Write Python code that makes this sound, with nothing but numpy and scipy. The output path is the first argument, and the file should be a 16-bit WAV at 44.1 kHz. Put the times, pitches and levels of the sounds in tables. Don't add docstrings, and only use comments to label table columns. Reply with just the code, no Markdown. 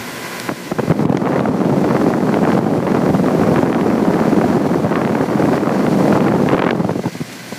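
import sys
import numpy as np
from scipy import signal
from scipy.fft import rfft, irfft, next_fast_len
from scipy.io import wavfile
from scipy.ndimage import uniform_filter1d, minimum_filter1d, map_coordinates

SR = 44100
rng = np.random.default_rng(int(sys.argv[2]) if len(sys.argv) > 2 else 0)


def unload_audio(sound):
    columns = np.transpose(np.atleast_2d(sound))
    steps = np.round(np.clip(columns, -1, 1) * 32767)
    wavfile.write(sys.argv[1], SR, steps.astype(np.int16))


N = 334278
BLADE_HZ = 43.6

# t/s, relative strength/dB, brightness/dB
STREAM = [(0.95, -13.5, -14.5), (1.05, -4, -15.5), (1.2, -10.5, -12), (1.28, -9, -10), (1.4, -9, -10.8),
          (1.56, -10, -14), (1.68, -9, -13), (1.85, -11, -12.5), (1.95, -11.5, -11), (2.08, -11, -11.5),
          (2.18, -11.5, -12), (2.35, -11, -14), (2.45, -11, -10), (2.55, -11, -11), (2.75, -10, -15),
          (2.82, -15, -10), (2.88, -10, -11.5), (2.97, -12.5, -10.5), (3.1, -11, -14), (3.25, -12.5, -17),
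          (3.43, -12, -13.5), (3.55, -11, -13), (3.65, -13, -11), (3.75, -11, -11.5), (3.95, -12, -10.5),
          (4.05, -12, -13.5), (4.25, -13, -10.5), (4.35, -11.5, -15), (4.45, -14.5, -10.5),
          (4.52, -13, -11.5), (4.65, -13.5, -11.5), (4.75, -12, -11), (4.81, -16, -10.5),
          (4.88, -13.5, -11), (4.95, -13, -7.5), (5.17, -14, -10), (5.27, -17, -9.5), (5.44, -11, -11),
          (5.55, -13.5, -9), (5.66, -12, -8.5), (5.85, -11.5, -11), (6.0, -10.5, -12), (6.12, -9.5, -12.5),
          (6.25, -9, -9.5), (6.35, -9, -13.5), (6.45, -12, -12.5), (6.55, -12, -8), (6.65, -11, -7.5),
          (6.78, -10.5, -12.5), (6.95, -13.5, -16)]
# t/s, relative peak/dB, decay/s, pitch f/Hz
PUFFS = [(0.49, -5, 0.0062, 623), (.5, -10, 0.0055, 398), (.514, -10, .005, 417), (.717, -0.5, 0.0075, 450),
         (.788, -2, 0.0026, 620), (0.797, -0.5, 0.0067, 622), (0.833, -7, 0.009, 397),
         (.878, -7, .005, 447), (0.9, 3, 0.0055, 389), (.911, 3, .004, 521), (.921, 4, 0.0025, 597),
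         (0.993, 2, 0.0023, 500), (1.053, 16.5, 0.0028, 369.4), (1.097, 11.5, 0.0038, 345),
         (1.125, 8, 0.0055, 451), (1.148, 9, 0.0026, 479), (1.172, 4, 0.0019, 903),
         (1.218, 0.5, 0.0058, 520), (1.265, -3, 0.013, 517.5), (1.36, 1, 0.0085, 560),
         (1.409, 3, 0.0064, 421), (1.486, 4.5, .0082, 400.4), (2.59, 2, 0.0021, 502),
         (2.667, -4, 0.0024, 563), (2.779, -4, 0.0045, 327.4), (2.919, -2, 0.0031, 654),
         (2.948, -1, 0.0024, 602), (2.969, -5, .0025, 652), (3.091, -1.5, .008, 417),
         (3.414, -3, 0.0074, 453.5), (3.63, 4.5, .004, 561), (3.661, -2.5, 0.0025, 601),
         (3.902, -2, 0.0032, 481), (3.997, -12, 0.0028, 562), (4.08, -4, 0.0071, 378.5),
         (4.374, -4, 0.0079, 338), (4.442, -4, 0.0066, 480), (4.57, -3.5, 0.0063, 478),
         (4.846, -0.5, 0.0058, 370), (4.911, -7, 0.0032, 580), (5.207, -3.5, 0.0045, 382),
         (5.533, -4, .004, 652), (6.081, -1, 0.005, 554), (6.127, 0, 0.0033, 654), (6.436, -3, 0.0052, 400),
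         (6.462, -5, .003, 595), (6.515, -7, .003, 688), (6.534, 6.5, 0.007, 641.6),
         (6.546, 3, 0.0042, 854), (6.58, 2, 0.0024, 422), (6.595, 6, 0.0047, 946), (6.623, 3, 0.004, 947),
         (6.641, 8.5, 0.0039, 602), (6.665, 4.5, 0.0068, 680), (6.691, 1, 0.0031, 723),
         (6.709, 3, 0.0017, 1200), (6.731, 3.5, 0.0027, 350), (6.753, -0.5, 0.0047, 389),
         (6.775, -6, 0.0053, 388), (6.8, -2.5, 0.01, 521), (6.847, -1, 0.0045, 421),
         (6.894, -0.5, 0.0042, 481.5), (6.908, -3.5, 0.0053, 389.6), (6.957, -6, 0.012, 362),
         (6.994, -7.5, 0.0045, 375), (7.039, -11.5, 0.0077, 607), (7.058, -2.5, 0.0077, 448),
         (7.079, -11.5, 0.0051, 422), (7.153, -13.5, 0.0052, 402), (7.204, -11.5, .003, 259),
         (7.213, -8.5, 0.004, 330.7), (7.524, -10.5, 0.0074, 429.5)]
# t/s, relative peak/dB, pitch f/Hz
SNAPS = [(0.4918, -1.5, 1050), (0.7213, -4.5, 1050), (0.7871, -3.5, 1000), (0.7967, -3, 1120),
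         (0.9198, 0.5, 1140), (1.2566, -3.5, 1080), (1.2738, 1, 1100), (1.29, -7, 1000), (1.32, -8, 1200),
         (1.333, -8, 1040), (1.345, -11, 1200), (1.361, -9, 1060), (1.379, -8, 1040), (1.3937, -2, 950),
         (1.4584, 3, 1150), (1.9095, -7, 1270), (1.9672, -4.5, 1020), (2.014, -14, 794),
         (2.066, -6.5, 1050), (2.3426, -4, 1450), (2.452, -4, 1040), (2.475, -13, 950), (2.519, -7.5, 1480),
         (2.5518, -12, 1000), (2.667, -16, 1000), (2.869, -6.5, 1080), (2.9192, -10, 1000),
         (2.948, -13, 990), (2.969, -15, 1050), (3.2849, -4, 1000), (3.436, -6, 1180), (3.5603, -4.5, 1000),
         (3.571, -12, 1270), (3.5822, -8, 1050), (3.661, -12, 1000), (3.7284, -5, 1140), (3.7475, -6, 1460),
         (3.7835, -9, 1000), (3.8116, -7, 1350), (4.1922, -6, 990), (4.201, -6.5, 900), (4.414, -5, 900),
         (4.746, -7, 990), (4.909, -13.5, 1040), (4.9276, -5.5, 1290), (4.9568, -1, 1100),
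         (5.0163, -6, 1100), (5.0503, -7, 1250), (5.076, -8, 1050), (5.1528, -3.5, 1000),
         (5.457, -10, 1250), (5.531, -9, 1100), (5.5427, -5, 1020), (5.5796, -7, 1210),
         (5.6945, -5.5, 1520), (5.8665, -6.5, 1360), (6.007, -8, 900), (6.027, -11, 1080),
         (6.0807, -8, 1000), (6.1268, -2, 1030), (6.158, -7, 1040), (6.2063, -5, 1290), (6.2693, -7, 1180),
         (6.2835, -5, 1180), (6.322, -5, 1010), (6.461, -23, 1126), (6.4889, -2, 1350), (6.503, -10, 1350),
         (6.491, -8.5, 1400), (6.515, -4, 1100), (6.524, -11, 1550), (6.536, -7, 1500), (6.5456, -2, 1600),
         (6.567, -9, 1500), (6.582, -7, 1570), (6.5944, 4, 1900), (6.601, -3, 1600), (6.6221, 6.5, 1670),
         (6.64, 0.0, 1400), (6.6466, -3, 1500), (6.6684, -1, 1750), (6.677, -1, 1200), (6.6892, -4, 1440),
         (6.693, -3, 1400), (6.7088, 6, 1750), (6.894, -1.5, 800)]
# f/Hz, relative level/dB
EDDY = [(30, -15), (100, 2), (200, 1), (400, -3.5), (800, -12.5), (1400, -22.5), (2200, -35), (4000, -45),
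        (8000, -57.5)]


def amp(db):
    return 10 ** (np.asarray(db) / 20)


def unit(x):
    return x / np.sqrt(np.mean(x ** 2) + 1e-20)


def along(points, hz):
    f, v = np.transpose(points)
    return np.interp(np.log(hz + 1), np.log(f + 1), v)


def curves(rows):
    s, *cols = np.transpose(rows)
    return [np.interp(np.arange(N) / SR, s, c) for c in cols]


def wobble(rate):
    knots = rng.standard_normal(8192)
    return map_coordinates(knots, [np.arange(N) * rate / SR], mode="wrap")


def tone(turns):
    return np.sqrt(2) * np.sin(2 * np.pi * turns)


def filtered(x, response):
    m = next_fast_len(N + SR // 2)
    return irfft(rfft(x, m) * response(np.fft.rfftfreq(m, 1 / SR)), m)[:N]


def noise(spectrum):
    return unit(filtered(rng.standard_normal(N), lambda hz: amp(along(spectrum, hz))))


def local_rms(x, seconds):
    return np.sqrt(np.abs(uniform_filter1d(x ** 2, max(int(seconds * SR), 2))) + 1e-12)


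def low_cut(x, edge_hz, order):
    return signal.sosfilt(signal.butter(order, edge_hz, "highpass", fs=SR, output="sos"), x)


def limiter(x, ceiling, hold_s):
    size = max(int(hold_s * SR), 2)
    needed = np.minimum(1, ceiling / (np.abs(x) + 1e-9))
    return x * uniform_filter1d(minimum_filter1d(needed, size), size)


def hiss(spectrum):
    x = noise(spectrum)
    return x / np.std(low_cut(x, 7500, order=8))


def in_stream():
    # t/s, share/1
    immersion = [(.45, 0.05), (.7, 0.13), (.86, 0.37), (.97, 0.72), (1.3, 0.84), (6.7, 0.77), (6.82, 0.57),
                 (7.06, 0.13), (7.1, 0)]
    return np.clip(curves(immersion)[0], 0, 1)


def casing_hiss(over, whistle_hz, whistle_db):
    # f/Hz, relative level/dB
    casing = [(35, -74), (60, -44), (110, -14), (231, -0.5), (931, -6), (1020, -6), (1230, -8),
              (1480, -5.5), (2050, -7.5), (2980, -12), (12000, -21), (15500, -24.5)]
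    whistle = unit(filtered(rng.standard_normal(N), lambda hz: 1 / (1 + ((hz - whistle_hz) / 200) ** 2)))
    return np.sqrt(1 - over) * amp(1.26) * hiss(casing) + (1 - over) ** 3 * amp(whistle_db) * whistle


def cabinet(x):
    # f/Hz, width/Hz, lift/dB
    resonances = [(4500, 280, 2.5), (6000, 300, 2), (7260, 280, 1.5), (10800, 350, 2), (13300, 250, 3)]

    def response(hz):
        return amp(sum(db * np.exp(-((hz - centre) / width) ** 2) for centre, width, db in resonances))

    return filtered(x, response)


def fan_rush(over, blade_turns, swish_db):
    # f/Hz, relative level/dB
    grille = [(35, -60), (60, -28), (115, -2), (150, 11.5), (215, 9), (423, 0.5), (1150, -12), (1670, -7),
              (2010, -4), (2710, -9.5), (5840, -11), (13200, -23), (15500, -23.5)]
    swish = amp(swish_db * np.sin(2 * np.pi * blade_turns) + 1.35 * wobble(70))
    return amp(-1) * np.sqrt(over) * cabinet(hiss(grille)) * swish


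def compressor(wander_hz, scatter_db):
    # f/Hz, relative level of each/dB
    weak = [(59, -83), (170, -53), (700, -51.5), (2200, -58), (3300, -75), (4500, -58.5), (7000, -65),
            (10000, -86), (12000, -78), (15000, -81)]
    # multiple of shaft speed/1, relative level/dB
    strong = [(3, -47), (6, -43), (9, -48), (10, -56), (12, -55), (17, -40), (18, -43), (19, -47),
              (24, -50), (25, -46), (26, -44), (27, -45), (28, -46), (32, -50), (34, -41), (35, -44),
              (36, -48), (38, -50), (41, -46), (44, -51), (47, -53), (54, -56), (70, -54), (71, -56),
              (73, -58), (75, -55), (79, -58), (96, -59), (120, -59), (202, -61), (205, -61), (226, -65)]
    shaft_hz, size = 58.76, 8192
    orders = np.arange(1, 261)
    level = np.zeros(size // 2 + 1)
    scatter = scatter_db * rng.standard_normal(len(orders))
    level[orders] = amp(along(weak, orders * shaft_hz) + scatter)
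    for order, db in strong:
        level[order] = amp(db)
    phases = np.exp(2j * np.pi * rng.random(len(level)))
    turn = irfft(level * phases) * size / np.sqrt(2)
    angle = np.cumsum(shaft_hz + wander_hz * wobble(5)) / SR
    return np.interp(angle % 1 * size, np.arange(size), turn)


def shielded_buzz(over):
    # f/Hz, gain/dB
    shield = [(200, 2), (1000, -46), (1600, -5), (2000, -6.5), (4000, 0), (12000, -15)]
    buzz = compressor(wander_hz=0.0371, scatter_db=3.0) * amp(2.25 * wobble(30))
    return (1 - over) * buzz + over * filtered(buzz, lambda hz: amp(along(shield, hz)))


def magnetic_hum():
    # f/Hz, relative level/dB
    mains = [(120, -43), (240, -45)]
    return sum(amp(db + 5.7 * wobble(14)) * tone(hz * np.arange(N) / SR) for hz, db in mains)


def fan_tones(blade_turns, waver_db, count):
    # f/Hz, relative level of each/dB
    strut_tones = [(130, -54), (220, -48), (440, -53), (750, -52.5)]
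    out = np.zeros(N)
    for k in np.arange(count) + 3:
        level = amp(along(strut_tones, k * BLADE_HZ) + waver_db * wobble(16))
        out += level * tone(k * blade_turns + rng.random())
    return out


def blade_throb(blade_turns):
    harmonics = [(1, -62), (2, -46), (3, -48)]
    throb = sum(amp(db) * tone(k * blade_turns) for k, db in harmonics)
    return throb * (0.087 + 2.04 * in_stream())


def machine(blade_turns, swish_db, whistle_hz, whistle_db):
    # t/s, share/1 (0 beside the casing, 1 over the grille)
    place = [(0, 0.039), (.45, 0.044), (.56, .22), (.9, 0.3), (1.3, 0.77), (3.5, 0.42), (6, 0.58),
             (7.1, 0.74), (7.58, 0.64)]
    # t/s, gain/dB
    steady = [(.45, -40.5), (.6, -40.5), (1.3, -44), (5.2, -46.5), (5.55, -44.5), (6.0, -42), (6.3, -44.5),
              (6.8, -45), (7.1, -42.5), (7.58, -41.5)]
    over = np.clip(curves(place)[0], 0, 1)
    casing = casing_hiss(over, whistle_hz, whistle_db)
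    fan = fan_rush(over, blade_turns, swish_db)
    motors = amp(40.5) * shielded_buzz(over)
    motors += amp(40.0 + 2.0 * over) * magnetic_hum()
    motors += amp(39.0 + 2.0 * over) * fan_tones(blade_turns, waver_db=2.5, count=15)
    return amp(curves(steady)[0]) * (casing + fan + motors) + blade_throb(blade_turns)


def swept(eddies, speed):
    return map_coordinates(eddies, [np.cumsum(speed)], order=1, mode="wrap")


def buffeting(blades, level_db, crest_db, churn_db, chop_db, flick_db, quicken, brighten, port_hz):
    strength_db, bright_db = curves(STREAM)
    surge_db = churn_db * unit(wobble(330) + .55 * wobble(90)) + chop_db * blades
    flick = flick_db * wobble(900)
    brightening = brighten * (bright_db - bright_db.mean())
    speed = amp(quicken * surge_db + flick + brightening - 2.5)
    air = low_cut(amp(surge_db) * swept(noise(EDDY), speed), port_hz, order=4)
    air = limiter(air / local_rms(air, 0.076), amp(crest_db), hold_s=0.0028)
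    return amp(strength_db + level_db) * in_stream() * air


def lulls(depth_db, lead_s, width_s):
    dip, t = np.zeros(N + SR), np.arange(-SR // 16, SR // 16) / SR
    for s, *_ in [*SNAPS, *PUFFS]:
        dip[round((s + t[0]) * SR):][:len(t)] += np.exp(-((t + lead_s) / width_s) ** 2)
    return amp(-depth_db * np.minimum(dip[:N], 1))


def snap_swings(gain_db, count):
    gap_s, loss_db, slowing = 0.0014, 5, 0.7
    chance = rng.random((len(SNAPS), count))
    rows = []
    for (s, db, hz), draws in zip(SNAPS, chance):
        for k, u in enumerate(draws, -1):
            at_s = s + gap_s * (k + 0.66 * (u - .5))
            peak = amp(db + gain_db - loss_db * abs(k))
            rows.append((at_s, peak, hz * (0.88 + 0.59 * u) * slowing ** abs(k)))
    return rows


def crackle(blades, rate_hz, pitch_hz, size_db, spread_db, snap_db, steepness):
    strength_db, bright_db = curves(STREAM)
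    size = amp(strength_db + bright_db + size_db) * in_stream()
    when, weight, chance, pitch = rng.random((4000, 4))[:int(rate_hz * N / SR)].T
    at = (when * (N - 1)).astype(int)
    heard = chance < .6 + .4 * blades[at]
    peak = size[at] * amp(-spread_db * np.log(weight + 0.025)) * heard
    small = np.column_stack([at / SR, peak, pitch_hz * 2 ** (0.45 * (pitch - .5))])
    hard = snap_swings(snap_db, count=5)
    s, peak, hz = np.vstack([small, hard]).T[:, :, None]
    index = np.round(s * SR).astype(int) + np.arange(-200, 200)
    u = steepness * hz * (index / SR - s)
    swing = rng.choice([-1, 1], s.shape) * peak * (1 - 3 * u ** 2) / (1 + u ** 2) ** 3
    return np.bincount(np.clip(index, 0, N - 1).ravel(), swing.ravel(), N)


def thumps(gain_db, lumpy_db, floor_db):
    spectrum = [(10, 11), (25, 21), (40, -2), (70, 6.5), (150, -24), (400, -100)]  # f/Hz, relative level/dB
    rumble = noise(spectrum) * amp(lumpy_db * wobble(22))
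    return (amp(gain_db) * in_stream() + amp(floor_db)) * unit(rumble)


def ticks(edge_hz):
    # t/s, peak ahead of the recorder/dB, t60/s, top f/Hz
    cracks = [(.3998, -8.5, 0.0032, 13000), (1.056, -2, 0.0078, 5000), (1.125, -11, 0.0087, 4500),
              (1.171, -6, 0.009, 4200), (1.404, -18, .012, 4940)]
    out, t = np.zeros(N), np.arange(SR // 50) / SR
    for s, db, t60, top_hz in cracks:
        band = signal.butter(2, [edge_hz, min(top_hz, .45 * SR)], "bandpass", fs=SR, output="sos")
        crack = signal.sosfilt(band, rng.standard_normal(len(t)) * amp(-60 * t / t60))
        out[round(s * SR):][:len(t)] += amp(db) * crack / np.abs(crack).max()
    return out


def puffs(eddy_hz, port_hz, gain_db, attack_share, tail_speed):
    out, eddies = np.zeros(N + SR), noise(EDDY)
    t = np.arange(-SR // 16, SR // 16) / SR
    for s, db, decay_s, pitch_hz in PUFFS:
        shape = np.exp(-np.maximum(t, -t / attack_share) / decay_s)
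        speed = pitch_hz / eddy_hz * (tail_speed + (1 - tail_speed) * shape)
        air = swept(np.roll(eddies, rng.integers(N)), speed)
        puff = low_cut(shape * air, port_hz, order=4)
        out[round((s + t[0]) * SR):][:len(t)] += amp(db + gain_db) * puff / np.abs(puff).max()
    return out[:N]


def shoves():
    # t/s, peak ahead of the recorder/dB
    swells = [(.496, 9), (.721, 11), (.925, 13.5), (1.06, 21.5), (1.414, 14), (1.49, 13.5), (2.121, 11),
              (2.593, 11), (2.782, 10.5), (3.631, 5.5), (3.732, 9), (4.573, 6.5), (4.848, 8.5), (5.583, 10),
              (6.18, 8), (6.293, 9.5), (6.543, 7.5), (6.599, 14), (6.645, 9.5), (6.713, 13)]
    half_s = .017
    out, t = np.zeros(N + SR), np.arange(-SR // 10, SR // 10) / SR
    for s, db in swells:
        out[round((s + t[0]) * SR):][:len(t)] += amp(db) * np.exp(-.5 * (t / half_s) ** 2)
    return out[:N]


def scene():
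    blade_turns = np.cumsum(BLADE_HZ + 0.2217 * wobble(4.01)) / SR
    blades = np.sin(2 * np.pi * blade_turns)
    condenser = machine(blade_turns, swish_db=.5, whistle_hz=12000, whistle_db=-9)
    roar = buffeting(blades, level_db=2.5, crest_db=12.0, churn_db=2.0, chop_db=0.6, flick_db=2.0,
                     quicken=.5, brighten=.45, port_hz=165.4)
    roar = roar * lulls(depth_db=2.0, lead_s=0.0093, width_s=0.0038)
    snaps = crackle(blades, rate_hz=340, pitch_hz=1000, size_db=6.0, spread_db=4.0, snap_db=2.0,
                    steepness=2.3)
    rumble = thumps(gain_db=-45, lumpy_db=11, floor_db=-48)
    gusts = puffs(eddy_hz=438.4, port_hz=133, gain_db=1.0, attack_share=0.404, tail_speed=.65)
    return (condenser + roar + snaps + rumble + ticks(edge_hz=1500) + gusts + shoves())[None]


def gain_control(x):
    target_db, return_s = 6.5, 0.58
    cut = 1 - np.minimum(1, amp(target_db) / (np.abs(x) + 1e-9))
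    fade = np.exp(-np.arange(N) / SR / return_s)
    gain = 1 - np.maximum.accumulate(cut / fade) * fade
    return uniform_filter1d(minimum_filter1d(gain, size=64), size=64)


def record(dry):
    top_hz = 15400
    ridden = gain_control(dry[0]) * low_cut(dry[0], 48, order=5)
    held = limiter(ridden, ceiling=.7, hold_s=.002)
    return filtered(held, lambda hz: hz < top_hz)[None]


dry = scene()
out = record(dry)
unload_audio(out)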